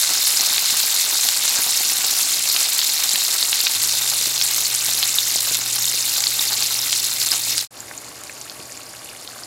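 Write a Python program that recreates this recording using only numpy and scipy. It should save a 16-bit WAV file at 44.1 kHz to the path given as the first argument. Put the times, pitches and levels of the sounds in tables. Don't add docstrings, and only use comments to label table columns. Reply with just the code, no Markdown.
import sys
import numpy as np
from scipy import signal
from scipy.io import wavfile
from scipy.ndimage import uniform_filter1d

SR = 44100
rng = np.random.default_rng(int(sys.argv[2]) if len(sys.argv) > 2 else 0)


def generate_wav(signal):
    frames = np.transpose(np.atleast_2d(signal))
    scaled = np.clip(frames, -1, 1) * 32767
    pcm = np.round(scaled).astype(np.int16)
    wavfile.write(sys.argv[1], SR, pcm)


N = 417186
TIME = np.arange(N) / SR

# pitch_hz, level_db
MEAT_TONE = [(100, -51), (1000, -36), (2000, -12), (3000, -9), (4200, -3), (5300, -1), (6300, -5),
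             (8500, -4.5), (11500, -2), (13500, -6.5), (16000, -9)]
GURGLE_TONE = [(40, -43), (120, -3.5), (400, -5.5), (800, 0), (1400, 2.5), (2200, 0), (3200, 1.5),
               (6000, -31.5)]
EGG_TONE = [(100, -34), (700, 5), (1500, -1.5), (2800, -1.5), (3650, -3.5), (4500, 2), (7000, -0.5),
            (8300, -1), (10000, -0.5), (12500, -5.5), (14500, -10), (16000, -21)]
AIR_TONE = [(20, -45), (35, -21), (60, -6), (110, -1.5), (180, -7), (290, 1.5), (400, -2), (620, -1.5),
            (1000, -7.5), (2500, -10), (8000, -51), (16000, -62)]
# pitch_hz, width_hz, boost_db
PAN_RINGS = [(792, 90, 3.5), (1130, 50, 3), (1560, 100, 3), (2162, 100, 3.5), (3636, 100, 5.5),
             (4175, 220, 4.5), (5100, 300, 1.5), (7100, 750, 4.5)]
# middle_s, length_s, boost_db
OIL_GUSHES = [(1.585, 0.033, 8), (6.525, .03, 7.5), (6.62, .025, 9), (7.33, .025, 10.5)]
# middle_s, length_s, change_db
FIZZ_DIPS = [(5.64, 0.073, -3.5)]
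# time_s, level_db
AIR_LEVELS = [(0, -51), (7.6, -46), (7.75, -45.5), (9.46, -47)]
# pitch_hz, relative_db
HUM_TONES = [(60, -17), (120, 0), (180, -13)]
# middle_s, level_db, pitch_hz, length_cycles
BUBBLE_POPS = [(2.816, -4, 4200, 1.6), (3.092, -2, 4590, 2.6), (3.428, -2, 4230, 2.6),
               (3.605, -3, 4400, 2.4), (4.975, -5, 11000, 3.5), (5.035, -4.5, 4300, 3.4),
               (5.186, -2, 3750, 3), (5.359, -2, 8000, 3), (6.270, -0.5, 4470, 3.1),
               (7.216, -4.5, 4500, 1.9), (7.805, -17, 7170, 6.6), (7.913, -19, 1620, 1.1),
               (7.978, -16, 6900, 5), (8.237, -12, 8300, 1), (8.297, -20.5, 2100, 2.2),
               (8.414, -15, 6500, 2.4), (8.498, -14.5, 4520, 1.7), (8.722, -16, 7300, 2),
               (8.775, -20, 7050, 5.4), (9.046, -19, 11000, 3.8), (9.276, -17, 4200, 2),
               (9.436, -19, 5140, 3.1)]
# start_s, level_db, pitch_hz
STEAM_SPITS = [(.371, -9, 5100), (2.499, -9, 4700), (4.423, -11, 5470), (4.654, -8, 4500),
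               (5.843, -12.5, 3600), (6.394, -9.5, 3720), (6.538, -12, 4400), (6.789, -9.5, 5300),
               (7.317, -7, 5270), (7.494, -14, 5340)]
# middle_s, level_db, pitch_hz
STEAM_PLOPS = [(0.513, -29, 170), (.556, -37.5, 150), (.728, -31, 240), (1.59, -24, 260), (3.53, -34, 270),
               (4.212, -28, 350), (4.951, -27, 430), (5.359, -20, 400), (5.514, -22.5, 420),
               (8.597, -26, 340)]
# middle_s, level_db, pitch_hz, length_cycles
MOTOR_JOLT = (3.785, -45, 98, 6)
# time_s, gain
DISH_FADE = [(7.585, 1), (7.63, .5), (7.675, 0), (7.706, 0), (7.71, .35), (7.78, 1)]
# pitch_hz, level_db
WHINE_TONES = [(596, -56), (1125, -55)]

EGGS_START_S = 7.69


def gain_of(db):
    return 10 ** (np.asarray(db) / 20)


def unit_level(x):
    return x / np.sqrt(np.mean(x ** 2) + 1e-20)


def follow(rows):
    return np.interp(TIME, *np.transpose(rows))


def swells(rows):
    return sum(db * np.exp(-np.pi * ((TIME - s) / length) ** 2) for s, length, db in rows)


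def drift(per_s):
    points = rng.standard_normal(4096)
    return unit_level(np.interp(TIME * per_s, np.arange(len(points)), points))


def add(mix, middle_s, sound):
    part = mix[max(round(middle_s * SR) - len(sound) // 2, 0):][:len(sound)]
    part += sound[:len(part)]


def scattered(per_s, level_db, middle_hz, spread_octaves, spread_db=1.2, count=64):
    place, force, pitch = rng.random((count, 3)).T
    times = (np.arange(count) + place) / per_s
    levels = level_db + spread_db * (2 * force - 1)
    pitches = middle_hz * 2 ** (spread_octaves * (2 * pitch - 1))
    return [row for row in zip(times, levels, pitches) if row[0] < DISH_FADE[0][0]]


def shape_tone(x, tone, rings=()):
    hz = np.abs(np.fft.fftfreq(4096, 1 / SR))
    tone_hz, tone_db = np.transpose(tone)
    db = np.interp(np.log(hz + 1), np.log(tone_hz), tone_db)
    for centre, width, boost in rings:
        db = db + boost / (1 + (2 * (hz - centre) / width) ** 2)
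    response = np.exp(np.conj(signal.hilbert(np.log(gain_of(db)))))
    taps = np.fft.ifft(response).real
    return unit_level(signal.oaconvolve(x, taps[:2048])[:N])


def bubble(hz, cycles):
    half = int(2 * cycles / hz * SR) + 2
    turns = np.arange(-half, half + 1) * hz / SR
    return np.exp(-np.pi * (turns / cycles) ** 2) * np.sin(2 * np.pi * turns)


def echoes(burst, pan_db, pan_s, room_db, room_s, size=6000):
    t = TIME[:size]
    pan, room = rng.standard_normal((2, size))
    pan *= gain_of(-60 * t / pan_s) * (t > .0004)
    room *= gain_of(-60 * t / room_s) * (t > .005)
    taps = gain_of(pan_db) * pan / np.linalg.norm(pan) + gain_of(room_db) * room / np.linalg.norm(room)
    taps[0] = 1
    return signal.fftconvolve(burst, np.concatenate([np.zeros(size - 1), taps]))


def steam():
    return unit_level(drift(170) + 0.32 * drift(45))


def swarm(low_hz, high_hz, per_s, spread_db, cap_db, flurry_db, clump_db, cycles, pan_db, pan_s,
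          drying=0, pitch_count=25):
    uneven = np.maximum(1 + drying * (TIME - TIME[-1] / 2), .1)
    pitches = np.geomspace(low_hz, high_hz, pitch_count)
    out = np.zeros(N)
    for k, hz in enumerate(pitches):
        if k % 5 == 0:
            surge_db = flurry_db + clump_db * drift(160)
        count = int(per_s * N / SR * hz / pitches.sum()) + 1
        at = rng.integers(0, N, count)
        size_db = uneven[at] * np.minimum(spread_db * rng.exponential(1, count) + surge_db[at], cap_db)
        kicks = np.bincount(at, gain_of(size_db) * rng.choice([-1, 1], count), N)
        burst = bubble(hz, cycles * np.exp(rng.uniform(-0.7, 0.35)))
        echoed = echoes(burst, pan_db, pan_s, room_db=-10.5, room_s=0.18, size=3000)
        out += np.sqrt(hz) * unit_level(signal.oaconvolve(kicks, echoed, "same"))
    return out / np.sqrt(uniform_filter1d(out ** 2, SR // 2) + 1e-9)


def sizzle(bubbles, hiss_db, tone):
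    return shape_tone(bubbles + gain_of(hiss_db) * rng.standard_normal(N), tone, PAN_RINGS)


def meat():
    stir = steam() * (0.79 + 0.044 * TIME)
    fizz = swarm(1806, 8350, per_s=6500, spread_db=5.5, cap_db=20.5, flurry_db=1.9 * stir,
                 clump_db=2.5, cycles=3.16, pan_db=-8, pan_s=0.013, drying=0.05)
    ticks = swarm(8800, 16500, per_s=2500, spread_db=5, cap_db=22, flurry_db=1.7 * stir,
                  clump_db=2.4, cycles=2.6, pan_db=-9, pan_s=.025, pitch_count=12)
    large = swarm(350, 4500, per_s=2000, spread_db=4, cap_db=20.5, flurry_db=1.5 * stir,
                  clump_db=2, cycles=0.65, pan_db=-3.5, pan_s=0.044, drying=0.012, pitch_count=20)
    fizz_db = -18 - 0.4129 * TIME + swells(FIZZ_DIPS)
    gurgle_db = -33 - 0.76 * TIME + swells(OIL_GUSHES)
    bright = gain_of(fizz_db) * sizzle(fizz + gain_of(-2.5) * ticks, hiss_db=-8.5, tone=MEAT_TONE)
    gurgle = gain_of(gurgle_db) * sizzle(large, hiss_db=-1, tone=GURGLE_TONE)
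    return (bright + gurgle) * (TIME < EGGS_START_S)


def kitchen(idle_db=-64.5, motor_db=-50, behind_eggs_db=-58.5, motor_start_s=3.72, rise_s=.08):
    air = gain_of(follow(AIR_LEVELS)) * shape_tone(rng.standard_normal(N), AIR_TONE)
    hum = sum(gain_of(db) * np.sin(2 * np.pi * (hz * TIME + rng.random())) for hz, db in HUM_TONES)
    running = np.clip((TIME - motor_start_s) / rise_s, 0, 1)
    hum_db = np.where(TIME < EGGS_START_S, idle_db + (motor_db - idle_db) * running, behind_eggs_db)
    out = air + gain_of(hum_db + 1.5 * drift(4.1)) * unit_level(hum)
    s, db, hz, cycles = MOTOR_JOLT
    add(out, s, gain_of(db) * bubble(hz, cycles))
    return out


def pops(stray_cycles=1.49, crack_db=-17):
    out = np.zeros(N)
    strays = scattered(per_s=4.2, level_db=-1, middle_hz=5810, spread_octaves=0.92)
    for s, db, hz, cycles in list(BUBBLE_POPS) + [(*row, stray_cycles) for row in strays]:
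        burst = echoes(bubble(hz, cycles), pan_db=-4.5, pan_s=0.02, room_db=-12.5, room_s=0.14)
        crack = echoes(bubble(hz * .4, cycles=0.61), pan_db=-3, pan_s=0.024, room_db=-11, room_s=0.23)
        add(out, s, gain_of(db) * burst)
        add(out, s, gain_of(db + crack_db) * crack)
    return out


def spits(die_away_s=0.021):
    out, t = np.zeros(N), TIME[:SR // 30]
    strays = scattered(per_s=1.2, level_db=-14.5, middle_hz=5100, spread_octaves=0.47)
    for s, db, hz in list(STEAM_SPITS) + strays:
        jet = unit_level(np.convolve(rng.standard_normal(len(t)), bubble(hz, cycles=5.9), "same"))
        add(out, s + t[-1] / 2, jet * gain_of(db - 60 * t / die_away_s))
    return out


def plops():
    out = np.zeros(N)
    for s, db, hz in STEAM_PLOPS:
        plop = echoes(bubble(hz, cycles=0.47), pan_db=-5.5, pan_s=0.052, room_db=-7, room_s=0.35)
        add(out, s, gain_of(db) * plop)
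    return out


def eggs(level_db=-38):
    crackle = swarm(1280, 17380, per_s=5200, spread_db=7, cap_db=27.5, flurry_db=1.2 * steam(),
                    clump_db=3, cycles=2.6, pan_db=-1, pan_s=0.014)
    whine = sum(gain_of(db) * np.sin(2 * np.pi * hz * TIME + 0.57 * drift(25)) for hz, db in WHINE_TONES)
    frying = gain_of(level_db) * sizzle(crackle, hiss_db=-1, tone=EGG_TONE)
    return (frying + whine) * (TIME > EGGS_START_S)


def scene():
    return np.tile(meat() + eggs() + kitchen() + plops() + spits() + pops(), (2, 1))


def record(dry, top_hz=15900):
    clipped = np.clip(dry * follow(DISH_FADE), -1, 1)
    treble_cut = signal.firwin(511, top_hz, window=("kaiser", 9), fs=SR)
    return signal.oaconvolve(clipped, treble_cut[None], "same")


dry = scene()
out = record(dry)
generate_wav(out)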